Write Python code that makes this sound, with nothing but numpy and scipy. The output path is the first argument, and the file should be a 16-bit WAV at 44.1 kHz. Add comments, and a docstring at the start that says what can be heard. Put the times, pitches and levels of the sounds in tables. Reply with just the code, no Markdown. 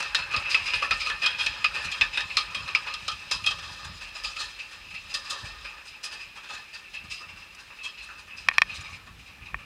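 """A train is hauled up a steel lift hill, heard from a small microphone in a hard case on board.
From the start, links and safety dogs clank about five times a second: swarms of tiny contacts ring the steel.
A noisy rattle continues between the blows, and filtered low noise makes the wind that buffets the port.
Clanks and rattle fade as the train moves off the chain; far air noise stays steady beneath.
Near the end a few sharp taps land on the case and set its short, damped modes ringing."""
import sys
import numpy as np
from scipy import signal
from scipy.fft import rfft, irfft
from scipy.io import wavfile

SR = 44100
rng = np.random.default_rng(int(sys.argv[2]) if len(sys.argv) > 2 else 0)


def waveform_to_disk(signal):
    """Save audio, clipped to [-1, 1], as 16-bit WAV at the path in sys.argv[1]."""
    frames = np.transpose(np.atleast_2d(signal))
    scaled = np.clip(frames, -1, 1) * 32767
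    samples = np.round(scaled).astype(np.int16)
    wavfile.write(sys.argv[1], SR, samples)


def ratio(d):
    """dB to gain"""
    e = np.asarray(d, float) / 20
    return 10 ** e


N = 425565

# Clanks of links and safety dogs, on a beat of about .18 s with knocks between; ring levels are nominal:
# start_s, peak_db (main ring), deep_db (against the peak), deep_hz (centre), bright_db (against the peak),
# t60_s (before limits and the stretch of each region)
CLANK_BLOWS = [(.004, -18, -9.5, 1510, -13, 0.047), (.147, -5, -14, 1780, -6.5, 0.13),
               (.182, -15.5, -12.5, 1510, -16, 0.4), (.311, -16.5, -14.5, 1730, -18, 0.25),
               (.338, -11.5, -11.5, 1970, -17, 0.29), (.363, -11, -15, 1400, -10.5, 0.13),
               (.453, -18.5, -43, 1250, -27, 0.19), (.505, -16.5, -25, 1710, -5.5, 0.38),
               (.545, -1, -22, 1400, -13.5, 0.1), (.663, -14.5, -26, 1840, -11, 0.39),
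               (.735, -6, -19.5, 1800, -14.5, 0.22), (.822, -15, -3, 1240, -14.5, 0.23),
               (.909, -4, -17, 1330, -12.5, 0.17), (1.007, -19.5, -17, 1300, -6, 0.29),
               (1.058, -15, -15, 1230, -14.5, 0.4), (1.099, -12.5, -6, 1700, -15, .12),
               (1.226, -9.5, -14.5, 1650, -13.5, 0.54), (1.26, -5.5, -14.5, 1310, -5, 0.092),
               (1.392, -13.5, -13.5, 1630, -11, 0.72), (1.463, -6.5, -16, 1910, -10.5, .079),
               (1.643, .5, -19.5, 1240, -17.5, 0.13), (1.746, -18.5, -12, 1780, -14, 1),
               (1.849, -33.5, -10, 1230, 0, 0.14), (1.916, -17.5, -38, 1530, -8, 0.21),
               (2.011, -3, -18, 1740, -15.5, 0.18), (2.134, -18.5, -25, 1850, -15, .57),
               (2.173, -9, -14, 1730, -11, .15), (2.206, -9.5, -20, 1750, -13.5, .095),
               (2.301, -18.5, -25, 1840, -21, 0.29), (2.369, -7.5, -16.5, 1230, -5, 0.19),
               (2.547, -12.5, -18, 1150, -12, 0.2), (2.679, -18.5, -12, 1230, -15, 0.22),
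               (2.749, -4.5, -17.5, 1360, -13, 0.14), (2.869, -21, -10.5, 1130, -14, 0.28),
               (2.939, -22.5, -14, 1220, -1.5, 0.085), (3.08, -19, -5.5, 1250, -1.5, 0.14),
               (3.117, -28, -13, 1230, -4, 0.11), (3.312, -12.5, -14.5, 1010, -0.5, 0.21),
               (3.44, -21, -24, 1190, -14, 0.16), (3.463, -12, -12, 1230, -3.5, 0.22),
               (3.507, -24.5, -3.5, 1190, -3.5, 0.15), (3.587, -27, -13, 1820, -13, 0.15),
               (3.629, -31, -10, 1160, -9, 0.29), (3.847, -38, 2.5, 1540, 1, 0.091),
               (4.014, -26, -14.5, 1250, -13, 0.2), (4.154, -26.5, -11, 1810, -8, 0.36),
               (4.24, -19, -14.5, 1230, -5, 0.28), (4.362, -21.5, -14, 1270, -11, .24),
               (4.396, -25.5, -5, 1970, -1, 0.29), (4.592, -23, -26, 1780, -14, 0.22),
               (4.72, -36.5, -1, 1740, -8, 0.26), (4.907, -29, -20, 1680, -17, 0.16),
               (4.944, -17.5, -31, 1290, -23, .25), (5.106, -26, -24, 1830, -15, .25),
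               (5.142, -23, -10.5, 1940, 3, 0.18), (5.256, -28, -15, 1820, -14, .3),
               (5.303, -26.5, -5.5, 1940, 3, 0.19), (5.45, -32, -3, 1800, -8, 0.18),
               (5.769, -47, -5, 1740, -23, 0.27), (5.649, -20, -17.5, 1700, -21, 0.25),
               (5.866, -34, -32, 1740, -5, 0.25), (6.038, -24.5, -10.5, 1780, 0, 0.23),
               (6.119, -26.5, -10, 1800, -6, 0.32), (6.204, -24, -38, 1400, -14, 0.28),
               (6.363, -33, -7, 885, -10, 0.23), (6.44, -31, -10, 1590, -14, 0.27),
               (6.497, -27, -3.5, 1200, -9, 0.22), (6.537, -32.5, 0, 1720, -3, 0.32),
               (6.738, -27.5, -14, 1820, -8, 0.21), (6.94, -22.5, -24, 1800, -15.5, 0.26),
               (7.108, -21.5, -29, 1230, -9, 0.45), (7.207, -37.5, 1, 1230, -8, 0.23),
               (7.289, -27.5, -25, 1530, -17, 0.21), (7.368, -39.5, -10, 1390, -9, 0.48),
               (7.548, -46, -10, 1600, 0, 0.043), (7.594, -41.5, -3, 1630, -3, 0.13),
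               (7.708, -38, -5, 1520, -28, 0.2), (7.787, -29, -27, 1250, -27, .4),
               (7.841, -23.5, -20, 1070, -6.5, .26), (7.982, -25.5, -35, 1230, -17, 0.29),
               (8.027, -37, -7, 1230, -6, 0.18), (8.09, -36.5, 0, 1570, -17, 0.37),
               (8.187, -40, -6, 940, -5, 0.12), (8.297, -27.5, -45, 1410, -38, 0.32),
               (8.375, -30.5, -19, 1660, -7.5, 0.27), (8.534, -31, -7, 1600, -11, 0.15),
               (8.694, -23.5, -18.5, 1220, -19, 0.36), (8.749, -31, -27, 1670, -3.5, 0.2),
               (8.845, -31.5, -13, 1130, -16, 0.45), (8.933, -27.5, -22, 1320, -18, 0.22),
               (9.068, -33, -8, 1120, -19, 0.13), (9.19, -46, -18, 1230, -9, 0.36),
               (9.269, -32.5, -24, 1170, -16, 0.22), (9.418, -33, -24, 1800, -35, .17),
               (9.459, -27.5, -23, 900, -19, 0.16), (9.589, -33, -9.5, 1240, -25, 0.16)]
# Running rattle of chain and wheels, before random swings and the lean of the main ring:
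# time_s, main_db, deep_db, bright_db
RATTLE_LEVELS = [(0, -32.5, -38.5, -36.5), (.24, -49.5, -52.5, -56.5), (.5, -32.5, -42.5, -45.5),
                 (.95, -38.5, -44.5, -46.5), (1.35, -46, -56, -50.5), (1.8, -39.5, -43, -45.5),
                 (2.25, -46, -49.5, -48.5), (2.8, -41.5, -47.5, -49), (3.2, -47.5, -53, -48.5),
                 (3.6, -49.5, -49, -47), (4.25, -46, -52.5, -50), (4.95, -50, -58, -54),
                 (5.4, -49.5, -48, -45.5), (6, -50.5, -59, -60), (7.2, -51, -59.5, -58.5),
                 (8.38, -53.5, -60.5, -60), (8.76, -46.5, -52, -52), (9.05, -59.5, -60.5, -61.5),
                 (9.65, -52.5, -59, -67.5)]
# Pitch favoured by the clanks, jumping up and down from moment to moment: time_s, main_hz, bright_hz
FAVOURED_PITCH = [(.15, 2620, 4300), (.55, 2536, 4590), (1, 2500, 4940), (1.1, 2570, 3360),
                  (1.47, 2490, 3400), (1.64, 2518, 4830), (1.78, 2570, 4800), (1.95, 2510, 3250),
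                  (2.37, 2530, 4070), (2.6, 2560, 3250), (2.75, 2465, 4770), (2.95, 2660, 3120),
                  (3.15, 2490, 3140), (3.31, 2650, 4660), (3.47, 2585, 3120), (4.3, 2590, 4730),
                  (4.8, 2680, 3330), (5.15, 2673, 5100), (6.04, 2523, 5150), (6.4, 2490, 3320),
                  (6.75, 2630, 4700), (7.1, 2700, 5050), (7.6, 2740, 5170), (7.83, 2615, 3330),
                  (8.3, 2620, 5100), (8.75, 2450, 3840), (9.65, 2460, 3700)]
# Resonances of the steelwork as the case passes them on, in four regions: pitch_hz, width_hz, level_db (relative)
DEEP_MODES = [(552, 37, -16.5), (837, 62, -8), (1010, 56, -9.5), (1130, 30, -4), (1230, 21.6, 0),
              (1306, 48, -4.5), (1602, 284, -11), (1740, 19.4, 0.5), (1820, 22, -3)]
MAIN_MODES = [(2296, 32, -12.5), (2394, 250, -4), (2515, 81, -6.5), (2570, 18.4, -2), (2628, 40.5, -3.5),
              (2703, 39, -3), (2905, 220, -14.5)]
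BRIGHT_MODES = [(3046, 66, -5), (3243, 31, 3), (3525, 110, -6), (3753, 55, 2), (4180, 276, -5.5),
                (4670, 95, -3), (5002, 90, 2), (5086, 38, -0.5), (5160, 145, -0.5)]
HISS_MODES = [(5900, 300, -8.5), (7040, 160, -4.5), (8220, 220, -16.5), (9940, 360, -5)]
# Strength of the wind, before random swings: time_s, buffet_db (slow buffeting), flutter_db
WIND_STRENGTH = [(0.0, -64, -57), (0.56, -54, -53), (0.97, -52, -64), (1.24, -64, -58.5), (1.83, -58, -54),
                 (1.96, -54, -59.5), (3.17, -58, -54.5), (3.55, -65, -53), (3.92, -56, -51),
                 (4.16, -60, -63), (5.62, -58, -61), (5.89, -59, -65), (6.53, -64, -67.5), (7.31, -63, -59),
                 (7.9, -65, -70.5), (8.57, -61, -52), (9.14, -61, -55.5), (9.65, -64, -59)]
# Sharp puffs: start_s (the crest comes one rise later), peak_db (flutter), buffet_db (against the flutter)
WIND_PUFFS = [(0.361, -37, 3), (0.749, -43, -4), (0.909, -35, -15), (1.129, -50, -2), (1.46, -41, -8),
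              (1.848, -35, -3), (2.009, -36.5, 3), (2.229, -52, -6.0), (2.569, -39, -11), (3.329, -47, 3),
              (3.889, -49, -1), (4.459, -55, -6.0), (5.429, -42, -8), (7.041, -37, -20), (7.339, -56, 1),
              (8.189, -62, -13), (8.641, -57, -11), (9.402, -46, -11), (9.532, -38, 1)]
# Colour of the far noise: pitch_hz, level_db (per Hz, relative)
AIR_COLOUR = [(60, -8), (160, 19), (310, 16), (630, 14.5), (2500, 19), (7000, 5.5), (10000, 2.5),
              (13000, -0.5), (15600, -3)]
# Taps on the case: start_s, peak_db, top_hz (hardness, as a low-pass corner)
CASE_TAPS = [(8.4862, -1, 8900), (8.500, -24, 2500.), (8.513, -19.5, 2450), (8.520, -25, 2500.),
             (8.5821, 0, 11100), (8.6185, -0.2, 9000.), (8.631, -25, 2000.), (9.5435, -14.5, 1820)]
# Modes of the case: pitch_hz, level_db (relative), t60_s
CASE_MODES = [(640, -14, 0.0081), (1106, -4.5, 0.015), (1820, -1.5, 0.024), (2290, 2.5, 0.011),
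              (2504, 2.5, 0.017), (3250, -11.5, 0.021), (3570, -14, 0.015), (4050, -18, 0.03),
              (4550, -15, 0.014), (5520, -10.5, 0.012), (7250, -20, 0.0054), (8700, -24.5, 0.011),
              (9770, -22.5, 0.0077), (11800, -24, 0.0056)]

# rise of a full-scale blow before scaling by ring time and limits, and the longest rise
NEAR_RISE_S, FAR_RISE_S = 0.00015, 0.012
SMEAR, LEAD_RISES = 1.1, 0.96  # dB of rise per dB of faintness; early start, in rises
KNOCK_T60_S = 0.16  # contacts that last longer are scrapes
MAIN_SCATTER, BRIGHT_SCATTER = 0.015, 0.055  # spread of the spot struck, as shares of pitch
# dB of hiss per dB of bright ring; offset in dB; dB of hiss lost per dB of peak: hard blows hiss less
HISS_FOLLOWS_BRIGHT, HISS_UNDER_BRIGHT_DB, HISS_PER_DB = 1.19, -19, 0.3011
RATTLE_LEAN, RATTLE_REACH_OCTAVES = 0.64, 0.045  # the rattle leans towards the same main pitch
# random faint knocks: rate, mean peak over the rattle, spread of levels
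KNOCKS_PER_S, KNOCK_OVER_DB, KNOCK_SPREAD_DB = 1.6, 6.5, 3.5
KNOCK_DEEP_DB, KNOCK_BRIGHT_DB, KNOCK_RING_S = -6, -7.5, 0.073  # mean rings against the peak; t60
PUFF_RISE_S, PUFF_FALL_S, PUFF_CREST_DB = 0.0074, 0.024, 4  # time constants; peak over rms
BUFFET_SWING_DB, FLUTTER_SWING_DB = 3.5, 3  # random swings of the wind
AIR_DB = -73.5  # rms between 11 and 15.6 kHz


def rms_one(x):
    """Normalization: equal mean power, by scaling to rms 1."""
    return x / np.sqrt(np.mean(x ** 2) + 1e-20)


def in_time(rows):
    """Linear interpolation: each column becomes a curve with one value a sample."""
    time_s, *columns = np.transpose(rows)
    return [np.interp(np.arange(N) / SR, time_s, column) for column in columns]


def band(x, low_hz, high_hz):
    """Band-pass filtering with a Butterworth response."""
    edges_hz = [low_hz, min(high_hz, .45 * SR)]
    return signal.sosfilt(signal.butter(2, edges_hz, "band", fs=SR, output="sos"), x)


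def drift(rate_hz):
    """Low-passed noise: a slow random fluctuation of rms 1, from two equal poles at rate_hz."""
    r = np.exp(-80 * np.pi * rate_hz / SR)  # one slow value every 40 samples
    white = rng.standard_normal(N // 40 + 2002)
    slow = signal.lfilter([1], [1, -2 * r, r * r], white)[2000:]
    return np.interp(np.arange(N) / 40, np.arange(len(slow)), rms_one(slow))


def contacts(per_s, spread_db):
    """Shot noise: dense tiny metal contacts at random moments, of uneven size and either sign, at rms 1."""
    sizes = ratio(spread_db * np.minimum(rng.exponential(1, N), 5)) * rng.choice([-1, 1], N)
    return rms_one(sizes * (rng.random(N) < per_s / SR))


def blows(hits, modes, levels_db, favoured_hz, reach_octaves, crack_s, tail_db, tail_stretch):
    """Impact and decay: a rise, a short crack, then the frame rings on; powers of all blows add per resonance."""
    power, t = np.zeros((len(modes), N)), np.arange(SR // 3) / SR
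    hz, width_hz, mode_db = np.transpose(modes)
    mode_power = width_hz * ratio(2 * mode_db)
    for (start_s, peak_db, *_, t60_s), level_db, centre_hz in zip(hits, levels_db, favoured_hz):
        # faint far blows and long scrapes swell slowly
        rise_s = NEAR_RISE_S * ratio(-SMEAR * peak_db) * (t60_s / KNOCK_T60_S) ** 2.8
        rise_s = np.clip(rise_s, .0002, FAR_RISE_S)
        rise = (1 - np.exp(-t / rise_s)) ** 2
        after = np.maximum(t - 2 * rise_s, 0)
        # the same push, spread over the rise
        spread_s = crack_s + rise_s
        crack = crack_s / spread_s * np.exp(-2 * after / spread_s)
        ring_s = np.clip(t60_s, .03, .6) * tail_stretch
        tail = ratio(2 * (tail_db - 60 * after / ring_s))
        # the spot struck favours nearby resonances, at unchanged total power
        share = 0.096 + np.exp(-(np.log2(hz / centre_hz) / reach_octaves) ** 2)
        share = share * np.sum(mode_power) / np.sum(share * mode_power)
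        at = max(round((start_s - LEAD_RISES * rise_s) * SR), 0)
        blow = ratio(2 * level_db) * rise * (crack + tail)
        power[:, at:at + len(t)] += share[:, None] * blow[:N - at]
    return np.sqrt(power)


def knocks(rattle_db):
    """Random arrivals: faint knocks at uniformly distributed moments, in the columns of CLANK_BLOWS."""
    start_s = rng.uniform(0, N / SR, 24)[:int(KNOCKS_PER_S * N / SR)]
    luck = rng.normal(0, 1, (24, 4))[:len(start_s)]
    peak_db = rattle_db[(start_s * SR).astype(int)] + KNOCK_OVER_DB + KNOCK_SPREAD_DB * luck[:, 0]
    deep_hz = np.where(luck[:, 1] > 0, DEEP_MODES[4][0], DEEP_MODES[7][0])
    deep_db = KNOCK_DEEP_DB + KNOCK_SPREAD_DB * luck[:, 2]
    bright_db = KNOCK_BRIGHT_DB + KNOCK_SPREAD_DB * luck[:, 3]
    return np.transpose([start_s, peak_db, deep_db, deep_hz, bright_db, KNOCK_RING_S + 0 * start_s])


def steel(envelopes, drive, modes, low_hz, high_hz, broad_db, patchy_db):
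    """Modal superposition: parallel resonances over a broad band, each driven unevenly by a wandering contact."""
    def respond(inputs):
        """Linear response: two-pole resonators of alternating sign, summed and band-limited."""
        out = 0
        for k, ((hz, width_hz, level_db), x) in enumerate(zip(modes, inputs)):
            r = np.exp(-np.pi * width_hz / SR)
            zeros = ratio(level_db) * (1 - r * r) / 2 * np.array([1, 0, -1]) * (-1) ** k
            poles = [1, -2 * r * np.cos(2 * np.pi * hz / SR), r * r]
            broad = ratio(broad_db) / len(modes) * x
            out = out + broad + signal.lfilter(zeros, poles, x)
        return band(out, low_hz, high_hz)
    # the energy of the impulse response: steady unit noise would come out at rms 1
    impulse = 1. * (np.arange(8192) == 0)
    size = np.linalg.norm(respond([impulse] * len(modes)))
    return respond(drive * shape * ratio(patchy_db * drift(15.4)) for shape in envelopes) / size


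def lift_hill():
    """Forced resonance: clanks and rattle drive four regions of modes, each by its own swarm of contacts."""
    rattle_db = in_time(RATTLE_LEVELS)
    pitch_hz = in_time(FAVOURED_PITCH)
    hits = np.vstack([CLANK_BLOWS, knocks(rattle_db[0])])
    peak_db, deep_db, deep_hz, bright_db = hits.T[1:5]
    spot = rng.standard_normal((len(hits), 2)).T * [[MAIN_SCATTER], [BRIGHT_SCATTER]]
    main_hz, bright_hz = np.array(pitch_hz)[:, (hits[:, 0] * SR).astype(int)] * np.exp(spot)
    hiss_db = HISS_FOLLOWS_BRIGHT * bright_db + HISS_UNDER_BRIGHT_DB - HISS_PER_DB * peak_db

    main_bed, deep_bed, bright_bed = (ratio(db + 0.67 * drift(14.5) + 1.44 * drift(12)) for db in rattle_db)
    away = np.log2(np.array(MAIN_MODES)[:, :1] / pitch_hz[0]) / RATTLE_REACH_OCTAVES
    main_bed = main_bed * ratio(-2.0) * (1 + RATTLE_LEAN * np.exp(-away ** 2))

    deep = deep_bed + blows(hits, DEEP_MODES, peak_db + deep_db, deep_hz, reach_octaves=0.11,
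                            crack_s=0.0012, tail_db=-9.5, tail_stretch=0.98)
    main = main_bed + blows(hits, MAIN_MODES, peak_db, main_hz, reach_octaves=0.026,
                            crack_s=0.00023, tail_db=-18.0, tail_stretch=0.79)
    bright = bright_bed + blows(hits, BRIGHT_MODES, peak_db + bright_db, bright_hz, reach_octaves=0.06,
                                crack_s=0.00036, tail_db=-7.5, tail_stretch=0.77)
    hiss_bed = ratio(-11.5) * bright_bed
    hiss = hiss_bed + blows(hits, HISS_MODES, peak_db + hiss_db, bright_hz, reach_octaves=8.4,
                            crack_s=0.0038, tail_db=-9.0, tail_stretch=0.9)
    return (steel(deep, contacts(5000, 1.37), DEEP_MODES, 303, 2140, broad_db=-22.0, patchy_db=2.5)
            + steel(main, contacts(6000, 3.25), MAIN_MODES, 2030, 2890, broad_db=-16.5, patchy_db=1.0)
            + steel(bright, contacts(10000, 3.5), BRIGHT_MODES, 2870, 4920, broad_db=-16.5, patchy_db=0.0)
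            + steel(hiss, contacts(15000, 0.89), HISS_MODES, 4900, 8630, broad_db=-13.5, patchy_db=3.0))


def wind():
    """Turbulent pressure: lumpy low noise on the port in two ranges; gusts swell slowly, puffs come sharply."""
    buffet_db, flutter_db = in_time(WIND_STRENGTH)
    start_s, peak_db, against_db = np.transpose(WIND_PUFFS)[:, :, None]
    since = np.arange(0, N, 40) / SR - start_s - PUFF_RISE_S  # from the crest, every 40 samples
    growth = np.where(since < 0, since / PUFF_RISE_S, -since / PUFF_FALL_S)
    puffs = ratio(peak_db - PUFF_CREST_DB) * np.exp(growth)
    buffet_puffs, flutter_puffs = (
        np.interp(np.arange(N) / 40, np.arange(puffs.shape[1]), p.sum(axis=0))
        for p in (puffs * ratio(against_db), puffs))

    buffet = band(band(rng.standard_normal(N), 35.5, 54.5), 32, 136) * ratio(1.1 * drift(3.5))
    white = rng.standard_normal(N)
    flutter = band(white, 57.0, 108.5) + ratio(-8.5) * band(white, 75.0, 186.0)
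    flutter = flutter * ratio(2.4 * drift(23.0))
    buffet_level = ratio(buffet_db + BUFFET_SWING_DB * drift(2.6)) + buffet_puffs
    flutter_level = ratio(flutter_db + FLUTTER_SWING_DB * drift(16)) + flutter_puffs
    return buffet_level * rms_one(buffet) + flutter_level * rms_one(flutter)


def far_noise():
    """Stationary coloured noise: the smooth, steady noise of the open air and the microphone."""
    hz = np.maximum(np.fft.rfftfreq(N, 1 / SR), 1)
    colour_hz, colour_db = np.transpose(AIR_COLOUR)
    colour = ratio(np.interp(np.log(hz), np.log(colour_hz), colour_db))
    noise = irfft(rfft(rng.standard_normal(N)) * colour, N)
    return ratio(AIR_DB) * noise / np.std(band(noise, 11000, 15600))


def case_taps():
    """Impulsive excitation: a tap rings the short modes of the case; a softer tap excites less treble."""
    out, t = np.zeros(N), np.arange(int(.06 * SR)) / SR
    ring = 0
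    for k, (hz, level_db, t60_s) in enumerate(CASE_MODES):
        ring = ring + ratio(level_db - 60 * t / t60_s) * np.sin(2 * np.pi * hz * t) * (-1) ** k
    for start_s, peak_db, top_hz in CASE_TAPS:
        softness = signal.butter(3, np.clip(top_hz, 500, 18000), fs=SR, output="sos")
        tap = signal.sosfilt(softness, ring)
        at = round(start_s * SR)
        out[at:at + len(t)] += (ratio(peak_db) * tap / np.abs(tap).max())[:N - at]
    return out


def scene():
    """Superposition: the pressures of all sources add at one microphone."""
    return (lift_hill() + wind() + far_noise() + case_taps())[None]


def low_pass(x):
    """Removes everything above the highest recorded frequency."""
    return signal.sosfilt(signal.butter(12, 15690, fs=SR, output="sos"), x)


def record(dry):
    """High-pass response: the microphone loses the lowest bass."""
    heard = signal.sosfilt(signal.butter(2, 38, "high", fs=SR, output="sos"), dry)
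    return low_pass(heard)


dry = scene()
out = record(dry)
waveform_to_disk(out)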